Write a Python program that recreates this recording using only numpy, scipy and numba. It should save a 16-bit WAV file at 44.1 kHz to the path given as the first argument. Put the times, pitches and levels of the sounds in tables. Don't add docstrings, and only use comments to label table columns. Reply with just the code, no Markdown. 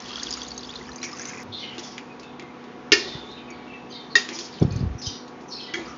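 import sys
import numpy as np
from scipy import signal
from scipy.io import wavfile
from scipy.ndimage import uniform_filter1d
from numba import njit

SR = 44100
rng = np.random.default_rng(int(sys.argv[2]) if len(sys.argv) > 2 else 0)


def boost_factor(decibels):
    exponent = np.asarray(decibels, float) / 20
    return 10 ** exponent


def put_to_file(sound):
    columns = np.atleast_2d(sound).T
    safe = np.clip(columns, -1, 1)
    whole_steps = np.round(safe * 32767)
    wavfile.write(sys.argv[1], SR, whole_steps.astype(np.int16))


N = 263541
CUT_S = 1.4335


def level(x, db):
    return x * boost_factor(db) / np.sqrt(np.mean(x ** 2))


@njit
def svf(x, hz, width):
    y, b, l = np.empty(len(x)), 0., 0.
    for i in range(len(x)):
        g, k = np.tan(np.pi * hz[i] / SR), width[i] / hz[i]
        v = (b + g * (x[i] - l)) / (1 + g * (g + k))
        b, l, y[i] = 2 * v - b, l + 2 * g * v, k * v
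    return y


def band(x, hz, width):
    hz = np.clip(hz + np.zeros(len(x)), 20, 9000)
    return svf(x, hz, np.clip(width + np.zeros(len(x)), 3, 9000))


def band_twice(x, hz, width):
    return band(band(x, hz, width), hz, width)


@njit
def grains(s, size, hz, t60, glide, rise):
    out = np.zeros(N)
    for k in range(len(s)):
        phase, i0 = 0., int(s[k] * SR)
        for i in range(i0, min(N, i0 + int(t60[k] * SR))):
            t = (i - i0) / SR
            phase += 2 * np.pi * hz[k] * (1 + glide * t / t60[k]) / SR
            out[i] += size[k] * np.sin(phase) * (1 - np.exp(-t / rise)) * 1000. ** (-t / t60[k])
    return out


def walk(rate):
    k = int(SR / rate)
    held = np.repeat(rng.standard_normal(N // k + 1), k)
    return 1.367 * uniform_filter1d(uniform_filter1d(held, k), k)[:N]


def burst(s, db, t60):
    t = np.arange(N) / SR - s
    return boost_factor(db) * (t >= 0) * 1000. 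** (-np.abs(t) / max(t60, .002)) * rng.standard_normal(N)


def shot(s, db, t60, hz, width):
    out, i = np.zeros(N), int(s * SR)
    t = np.arange(min(N - i, SR // 4)) / SR
    noise = boost_factor(db) * 1000. ** (-t / max(t60, .002)) * rng.standard_normal(len(t))
    out[i:i + len(t)] = band(noise, hz, width)
    return out


def swells(rows, rise_s, fall_db_per_s):
    t = np.arange(N) / SR
    power = 0
    for s, db in rows:
        slope_db = np.minimum(20 * (t - s) / rise_s, -fall_db_per_s * (t - s))
        power = power + boost_factor(2 * (db + slope_db))
    return np.sqrt(power)


# time_s, level_db
FLOW = [(.05, -54.5), (.11, -50.5), (.27, -50.5), (.4, -51), (.54, -61.5), (.75, -58), (.95, -63),
        (1.2, -52.5), (1.42, -55)]


def stream():
    t = np.arange(N) / SR
    flow_db = np.interp(t, *np.transpose(FLOW))
    gurgle_hz = np.interp(t - .81, (-.03, .25), (3310, 2160))
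    spray_hz = 4850 + 810 * np.minimum(t, CUT_S)
    plop_hz = 1494 + 0 * t
    out = 0
    for db, hz, octaves in ((-0.5, gurgle_hz, .3), (0.9, spray_hz, .33), (-3, plop_hz, .6)):
        where, pitch, life, size = rng.random((1500, 4)).T
        s = where * CUT_S
        own_hz = hz[(s * SR).astype(int)] * 2 ** (octaves * (2 * pitch - 1))
        own_hz = np.clip(own_hz, 900, 7500)
        swarm = grains(s, boost_factor(-2.8 * np.log(size)), own_hz, (15 + 40 * life) / own_hz, 0.14, 0.000059)
        flicker = boost_factor(3.5 * walk(30) + 3.3 * walk(180))
        hiss = flicker * band_twice(rng.standard_normal(N), hz, 1.9 * hz)
        out = out + boost_factor(flow_db + db) * (level(swarm, 0.5) + level(hiss, -0.4))
    return out


# start_s, peak_db, pitch_hz
BUBBLES = [(.058, -29, 3300), (0.093, -26, 3250), (0.106, -25, 3250), (.118, -28, 3200), (0.132, -26, 3210),
           (.183, -26, 3300), (.208, -25, 3250), (0.157, -16.5, 3250), (.197, -20.5, 3450),
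           (0.226, -35, 1930), (0.269, -17.5, 3320), (.3381, -32, 3470), (0.373, -31, 1340),
           (0.417, -20, 3290), (0.449, -26.5, 3560), (0.6303, -27, 3470), (.645, -26, 3450),
           (.692, -22, 3300), (0.703, -22.5, 3540), (.732, -32, 2520), (0.756, -19, 3940),
           (.8116, -29.5, 2000), (.763, -25, 3500), (.856, -37.5, 2350), (0.889, -30.5, 1730),
           (0.891, -33, 1250), (0.9873, -33, 2400), (1.0286, -43, 1290), (1.04, -30, 2380),
           (1.132, -28, 1160), (1.195, -28, 1610), (1.292, -29, 2130), (1.344, -28.5, 2380),
           (1.3832, -28.5, 2450)]


def bubbles():
    s, peak_db, hz = np.transpose(BUBBLES)
    t60_s = np.minimum(58 / hz, 0.031)
    return grains(s, boost_factor(peak_db - 0.4), hz, t60_s, 0.088, 0.00089)


# start_s, peak_db, pitch_hz
SPITS = [(0.168, -25, 5330), (0.197, -26, 4600), (.2309, -16, 4600), (.2309, -15, 6400), (.233, -19, 5200),
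         (.169, -25, 5900), (.196, -24, 4000), (.337, -19, 5900), (.326, -16, 5200), (0.266, -31, 4630),
         (0.289, -23, 4500), (0.3068, -18, 5220), (0.3252, -14, 4710), (.337, -13, 4700),
         (0.417, -21.5, 4520), (0.431, -19, 6100), (.48, -27, 4550), (.477, -27, 6700), (0.484, -26, 6550),
         (0.506, -19, 4550), (0.516, -16, 4400), (0.5774, -18, 6300), (0.6322, -19, 4440),
         (0.71, -23, 4570), (0.758, -18.5, 4180), (0.8915, -31, 5550), (0.9315, -31, 6030),
         (0.959, -22.5, 6200), (1.029, -15, 5630), (1.0413, -18, 5600), (1.13, -19, 5100),
         (1.168, -27, 6040), (1.195, -16, 5860), (1.2165, -19, 6380), (1.2535, -17, 6000),
         (1.272, -21, 6100), (1.285, -21, 6600), (1.293, -18.5, 6100), (1.185, -24, 6100),
         (1.208, -24, 5200), (1.226, -24, 6600), (1.408, -34, 5600), (.3068, -16, 6660), (.373, -22, 6600),
         (0.406, -23, 4700), (.465, -22, 4100), (.541, -32, 6300), (.5607, -29, 3720), (0.578, -22, 4530),
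         (0.592, -22, 3970), (0.608, -26, 4860), (.649, -25, 4560), (.671, -27, 5100), (0.693, -33, 6760),
         (.785, -31, 3680), (.829, -36, 4570), (0.853, -28, 4400), (.868, -33, 4900), (.917, -26.5, 4070),
         (.985, -28, 4800), (1.0172, -24, 4060)]


def spits():
    t60_s = 0.027
    s, peak_db, hz = np.transpose(SPITS)
    out = grains(s, boost_factor(peak_db - 7), hz, t60_s + 0 * s, 0.11, 0.00083)
    for s, db, hz in SPITS:
        out = out + shot(s, db - 2.5, t60_s, hz, 0.14 * hz)
        out = out + shot(s, db - 8, 0.0035, hz, 0.69 * hz)
    return out


# start_s, length_s, pitch_hz, level_db
RUMBLE = [
    (0, .2, 64, -61.5),
    (.25, 0.66, 63.3, -57),
    (1.025, 0.5, 94, -57),
    (1.455, 0.33, 99, -52.5),
    (0, 5.97, 60.4, -66),
    (2.94, 0.27, 66, -58),
    (3.25, 0.47, 68, -64.5),
    (5.786, .2, 69, -60),
]


def rumble():
    t, noise = np.arange(N) / SR, rng.standard_normal(N)
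    out = 0
    for s, length, hz, db in RUMBLE:
        fade = np.clip(np.minimum(t - s, s + length - t) / 0.031 + 1, 0, 1)
        out = out + fade * level(band_twice(noise, hz, 28), db)
    return out


# pitch_hz, level_db (per Hz)
KITCHEN = [(15, -82), (25, -39), (54, -26.5), (184, -10), (245, -8.5), (312, -4.5), (480, -10.5),
           (529, -17.5), (919, -13), (1090, -16.5), (1420, -19.5), (2580, -24.5), (2780, -28.5),
           (6440, -38), (7800, -84), (10100, -94), (17200, -120)]
# pitch_hz, level_db
FAN = [(140.0, -56.5), (209.9, -54), (246.2, -44), (279.9, -80.5), (489.9, -52.5), (737.5, -52.5),
       (845.2, -57.5), (985.1, -56), (1125, -55.5), (1265, -61.5)]


def kitchen():
    hz, db = np.transpose(KITCHEN)
    swell = walk(0.72)
    air = 0
    for f in 89 * 2 ** np.arange(0, 6.5, 1 / 3):
        band_db = np.interp(np.log(f), np.log(hz), db)
        flicker_db = 0.09 * swell + min(f / 600, 1.5) * walk(8.1)
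        air = air + boost_factor(band_db + flicker_db) * band_twice(rng.standard_normal(N), f, f / 3)
    shaft = np.cumsum(1 + 0.00277 * walk(3)) / SR
    hum = sum(boost_factor(d - 0.5 + 1.32 * walk(11)) * np.sin(2 * np.pi * f * shaft + f) for f, d in FAN)
    return level(air, -43) + hum


# start_s, level_db
PUSHES = [
    (1.75, -40),
    (3.11, -43),
    (4.31, -34.5),
    (4.62, -50),
    (5.86, -41),
]


def swish():
    gain = boost_factor(-55.5) + swells(PUSHES, rise_s=0.086, fall_db_per_s=42.5)
    flicker = boost_factor(0.66 * walk(32) - 9.5)
    return gain * flicker * level(band(rng.standard_normal(N), 2300, 2600), 0)


# start_s, length_s, pitch_hz, level_db
SQUEAKS = [(1.574, 0.12, 2170, -47), (1.69, 0.15, 3190, -55), (1.575, .05, 5000, -53),
           (1.579, 0.1, 5740, -52), (2.08, 0.063, 2510, -56), (2.222, 0.057, 2620, -45),
           (2.399, 0.086, 2104, -51.5), (2.942, 0.22, 1934, -45), (3.06, .24, 3600, -42),
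           (3.375, 0.05, 2440, -49), (3.36, 0.09, 3080, -53), (3.472, 0.033, 2570, -45.5),
           (3.49, 0.044, 2300, -44), (3.498, 0.049, 4610, -58), (3.666, 0.12, 2680, -46),
           (3.78, .09, 2670, -52), (3.71, 0.05, 2355, -51), (3.73, .04, 1980, -53),
           (3.546, 0.14, 2300, -52), (3.892, 0.043, 6300, -54.5), (3.9, 0.07, 4690, -45.5),
           (3.896, 0.03, 3170, -47.5), (3.92, .14, 3160, -52), (3.93, .13, 3620, -50),
           (3.93, .08, 4400, -47), (3.94, .05, 2150, -54), (4.298, .06, 2370, -49),
           (4.348, 0.039, 5070, -43), (4.423, 0.03, 3325, -46), (4.35, 0.026, 3380, -44),
           (4.6, 0.029, 2300, -49), (4.702, 0.056, 2497, -53), (5.058, 0.16, 5810, -47.5),
           (5.495, 0.16, 5310, -45), (5.51, .12, 4400, -45), (5.6, .12, 3900, -49), (5.555, .12, 2620, -46),
           (5.723, .025, 2900, -43), (5.66, 0.077, 1973, -47)]
RUBS = [(1.025, 0.036, 2400, -37), (1.031, 0.031, 6000, -37), (1.518, .095, 3700, -35.5),
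        (1.591, 0.071, 4300, -46), (1.61, .13, 3100, -39), (1.518, .08, 4250, -41),
        (5.05, 0.089, 3160, -41), (5.59, 0.14, 3200, -44), (1.82, 0.12, 3500, -50.5),
        (2.23, 0.12, 3700, -58), (3.285, .12, 3920, -47.5), (3.36, 0.045, 2740, -50),
        (3.913, 0.11, 4020, -44), (4.098, .06, 4400, -44), (4.98, 0.083, 5850, -45.5),
        (5.011, 0.1, 5170, -34.5), (5.029, 0.09, 3900, -42.5), (5.058, 0.04, 6170, -36.5),
        (5.478, 0.031, 6170, -47), (5.495, 0.088, 5350, -44), (5.506, 0.11, 4400, -37.5),
        (5.802, 0.056, 2400, -48.5), (5.86, 0.073, 1330, -42.5), (5.848, 0.018, 4960, -44.5),
        (5.871, 0.056, 5900, -51), (2.94, 0.3, 371, -41.5), (4.288, 0.14, 343.5, -41.5),
        (5.764, 0.086, 353, -36)]
RATTLES = [(1.75, .12, 750, -47), (3.52, 0.24, 3600, -56), (1.6, .2, 2500, -50), (1.56, 0.13, 3900, -42),
           (1.82, 0.11, 5600, -43.5), (2.98, 0.17, 4300, -37.5), (4.32, .14, 5580, -39),
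           (4.51, 0.12, 4100, -49.5), (4.699, 0.11, 4600, -49.5), (3.901, .15, 4200, -50.5),
           (5.01, 0.14, 4660, -39), (5.171, 0.1, 4650, -53), (5.5, 0.3, 4280, -47.5)]
# width (share of pitch), last over first pitch, steady tone (share),
# swell (share of length), fade_db_per_s
KINDS = [
    (.05, 0.985, .45, .22, 220),
    (.17, 0.948, 0.0, .08, 135),
    (.7, 0.91, 0.0, .12, 135),
]


def scrape():
    out = np.zeros(N)
    rows = [row + kind for table, kind in zip((SQUEAKS, RUBS, RATTLES), KINDS) for row in table]
    for s, length, first_hz, db, share, sag, steady, swell, fade in rows:
        i = int(s * SR)
        t = np.arange(min(N - i, int(SR * (length + 0.35)))) / SR
        hz = np.interp(t, (0, length), (first_hz, sag * first_hz))
        width_hz = share * first_hz
        halo = band_twice(rng.standard_normal(len(t)), hz, width_hz + 500)
        rough = level(0.4 * halo + band_twice(halo, hz, width_hz), 0)
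        wavering_hz = hz * (1 + .009 * walk(70)[:len(t)])
        tone = np.sin(2 * np.pi * np.cumsum(wavering_hz) / SR)
        sing = level(rough * (1 - steady) + 0.98 * steady * tone, db)
        sing = sing * boost_factor(1.5 * walk(60)[:len(t)])
        bite = np.minimum(t / (0.009 + swell * length), 1)
        out[i:i + len(t)] += sing * bite * boost_factor(-7 * t / length - fade * np.maximum(t - length, 0))
    out = out * boost_factor(walk(80))
    fine_hz = 1150 * 2 ** np.cumsum(0.095 * rng.random(66))
    lines = sum((-1) ** k * band(out, f, 40) for k, f in enumerate(fine_hz))
    return lines + boost_factor(1.5) * out


# start_s, peak_db,
# centre_hz, thud_db
TICKS = [(1.0297, -17, 2080, -43), (1.039, -17.5, 5900, -34), (1.7815, -21.5, 3900, -25.5),
         (1.791, -23, 5460, -42), (1.9797, -19.5, 2200, -49), (2.196, -32, 4930, -45),
         (2.2314, -32, 4350, -43), (2.396, -24.5, 2270, -43), (2.4236, -33, 2080, -34),
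         (2.64, -36.5, 3230, -42), (3.312, -44, 5700, -48), (3.503, -46, 6200, -33),
         (4.2886, -21.5, 5100, -28), (4.289, -19, 2100, -46), (4.5388, -35, 4570, -51),
         (4.7593, -35, 5000, -51), (4.79, -36, 4600, -52), (4.3881, -18, 4600, -40),
         (4.6235, -34, 5360, -17), (5.016, -30, 5200, -50), (5.2793, -34.5, 4190, -60),
         (5.409, -41, 5500, -56), (5.433, -46, 6200, -47)]


def ticks():
    s, _, _, thud_db = np.transpose(TICKS)
    out = grains(s, boost_factor(thud_db - 2.0), 350 + 0 * s, 0.093 + 0 * s, 0., 0.0011)
    for s, db, hz, _ in TICKS:
        click = shot(s, db - 4.5, 0.017, 3000, 5200)
        shimmer = shot(s, db - 4, 0.11, hz, 0.42 * hz)
        out = out + click + shimmer
    return out


# start_s, peak_db, pitch_hz
PINGS = [(1.833, -36, 3400), (3.3118, -44, 5300), (3.503, -42, 5700), (3.503, -42, 6600),
         (4.318, -34, 2100), (4.362, -30, 5000), (4.365, -34, 3400), (4.392, -30, 5900), (4.409, -33, 3300),
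         (4.5268, -36, 4810), (4.5388, -36, 4570), (4.5847, -36, 3100), (4.5847, -39, 4800),
         (4.598, -38, 6000), (4.6236, -30, 5360), (4.6245, -33, 3450), (4.6245, -36, 4400),
         (4.7074, -36, 4480), (4.722, -38, 6300), (4.7593, -35, 6200), (4.77, -38, 4400),
         (4.805, -38, 4700)]


def pings():
    t60_s = .035
    s, db, hz = np.transpose(PINGS)
    tones = grains(s, boost_factor(db), hz, t60_s + 0 * s, 0., .0012)
    return tones + sum(shot(s, db + 6, t60_s, hz, .12 * hz) for s, db, hz in PINGS)


# start_s, peak_db, crack_db, tail_t60_s, spread (share of pitch)
CLANKS = [
    (2.919, 1, -2.5, 0.25, .03),
    (2.9309, -8, -5, 0.39, .03),
    (2.9375, -14, -3, 0.37, .03),
    (4.154, -0.5, -12, 0.34, 0.011),
    (5.738, -15, -10.5, 0.46, .04),
]
DAMPED_S = [2.9405, 2.9405, 2.9405, 4.18, 5.758]
# pitch_hz, level_db, t60_s
RIM = [(406, -13, 0.5), (1091, -27.5, 1.7), (1320, -22, 0.72), (1850, -4, 0.21), (2183, -7, 0.12),
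       (2400, -12.5, 0.37), (2766, -1.5, 0.094), (3020, -13, 0.15), (2520, -14, 0.3), (3160, -21, 0.34),
       (3488, -14, 0.3), (4164, -17, 0.43), (4410, -8, 0.14), (3900, -6, 0.052), (1458, -9, .06),
       (1790, -6, .2), (4760, -2, 0.061), (4955, -3.5, 0.13), (5350, -8, 0.22), (5500, -14, 0.12),
       (5700, -28.5, 0.4), (6030, -14, 0.18), (6800, -22, 0.19), (6260, -15.5, 0.2)]
BOWL = [(415, -21, 0.35), (810, -25.5, .1), (1404, -15, 0.041), (1790, -9, 0.15), (1868, 5, 0.13),
        (2300, -22.5, 0.11), (2730, -10.5, 0.14), (3240, -22, .15), (3720, 0, 0.08), (3612, -3, 0.088),
        (4300, -8, 0.08), (4830, -7.5, 0.14), (5300, -20.5, 0.15), (5450, 2, 0.035), (6170, -15, 0.063),
        (6630, -11, 0.094), (7080, -10, 0.035)]
BASE = [(348, -1.5, 0.15), (1400, -10, 0.12), (1760, -1.5, 0.19), (2030, -3, 0.4), (1600, -9, 0.12),
        (2150, -8, .15), (2260, -7, 0.31), (3275, -8, 0.32), (3560, -28, 0.37), (3800, -37, 0.74),
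        (4430, -10.5, 0.14), (5669, -23, 0.1), (6300, -14, 0.28)]
# pitch_hz, level_db, t60_s
RIM_LOW = [(333, -13, 0.3), (260, -18, .14), (427.6, -17, 0.44)]


def clanks():
    out, t = 0, np.arange(N) / SR
    struck = (RIM + RIM_LOW, RIM, RIM, BOWL, BASE)
    for (s, db, crack_db, t60, spread), damped, modes in zip(CLANKS, DAMPED_S, struck):
        hz, mode_db, ring = np.repeat(modes, 8, axis=0).T
        late, off, size, life = rng.random((len(hz), 4)).T
        starts = s + 0.003997 * late ** 3
        sizes = boost_factor(db + mode_db - 16.5 - 5.6 * size)
        own_hz = hz * (1 + spread * (2 * off - 1))
        own_t60 = np.clip(ring, .03, .35) * (.5 + 0.97 * life)
        cluster = grains(starts, sizes, own_hz, own_t60, 0., 0.0015)
        hz, mode_db, ring = np.transpose(modes)
        sizes = (-1) ** np.arange(len(hz)) * boost_factor(db + mode_db - 13)
        cluster = cluster + grains(s + 0 * hz, sizes, hz, np.clip(ring, .03, .35), 0., .0008)
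        settle = boost_factor(-7 * np.clip((t - damped) / .004, 0, 1))
        crack = band_twice(burst(s, db + crack_db + 5.0, 0.032), 3800, 5000)
        tail = band(band(burst(s, db - 17, t60), 2400, 7800), 2900, 7800)
        out = out + settle * (cluster + crack) + tail
    return out


# start_s, level_db
GUSTS = [
    (4.62, -18.5),
    (4.766, -29),
    (4.828, -28.5),
    (4.99, -44),
    (5.06, -44.5),
]
# start_s, peak_db, pitch_hz
BUMPS = [(3.15, -24.5, 138), (4.614, -7.5, 130), (4.623, -0.5, 196), (4.649, -6, 153), (4.679, -12, 181),
         (4.709, -16, 105), (4.732, -16, 120), (4.757, -12.5, 110), (4.808, -12, 132), (4.828, -12, 88.8),
         (4.858, -14, 76), (4.899, -18.5, 64.6), (4.95, -21, 113), (5.069, -20.5, 99)]


def puff():
    top_hz = 197
    air = level(band(rng.standard_normal(N), 140, 110), 0)
    air = band(air * boost_factor(2.8 * walk(40)), 0.71 * top_hz, top_hz)
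    s, peak_db, hz = np.transpose(BUMPS)
    bumps = grains(s, boost_factor(peak_db + 1.5), hz, 5.8 / hz, -0.0019, 0.001)
    slap = band_twice(burst(4.616, 1, 0.095), 350, 220)
    return swells(GUSTS, rise_s=0.015, fall_db_per_s=137.5) * air + bumps + slap


def scene():
    walls = burst(.004, -43, .32)[:SR // 2]
    pour = stream() + bubbles() + spits()
    stir = swish() + scrape() + ticks() + pings() + clanks()
    pour, stir = (x + signal.fftconvolve(x, walls)[:N] for x in (pour, stir))
    pouring = np.arange(N) < CUT_S * SR
    return (pour * pouring + stir + puff() + kitchen() + rumble())[None]


def top_cut(x):
    return signal.sosfilt(signal.butter(12, 15460, fs=SR, output="sos"), x)


def record(dry):
    x = .72 * np.tanh(dry / .72)
    x = signal.sosfilt(signal.butter(4, 50, "high", fs=SR, output="sos"), x)
    x = signal.sosfilt(signal.cheby1(10, .5, 6960, fs=SR, output="sos"), x)
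    x = x - .009 * x ** 3
    x[:, int(CUT_S * SR)] += boost_factor(-33)
    x = x + boost_factor(-94) * np.diff(rng.standard_normal(N + 1))
    return top_cut(x)


dry = scene()
out = record(dry)
put_to_file(out)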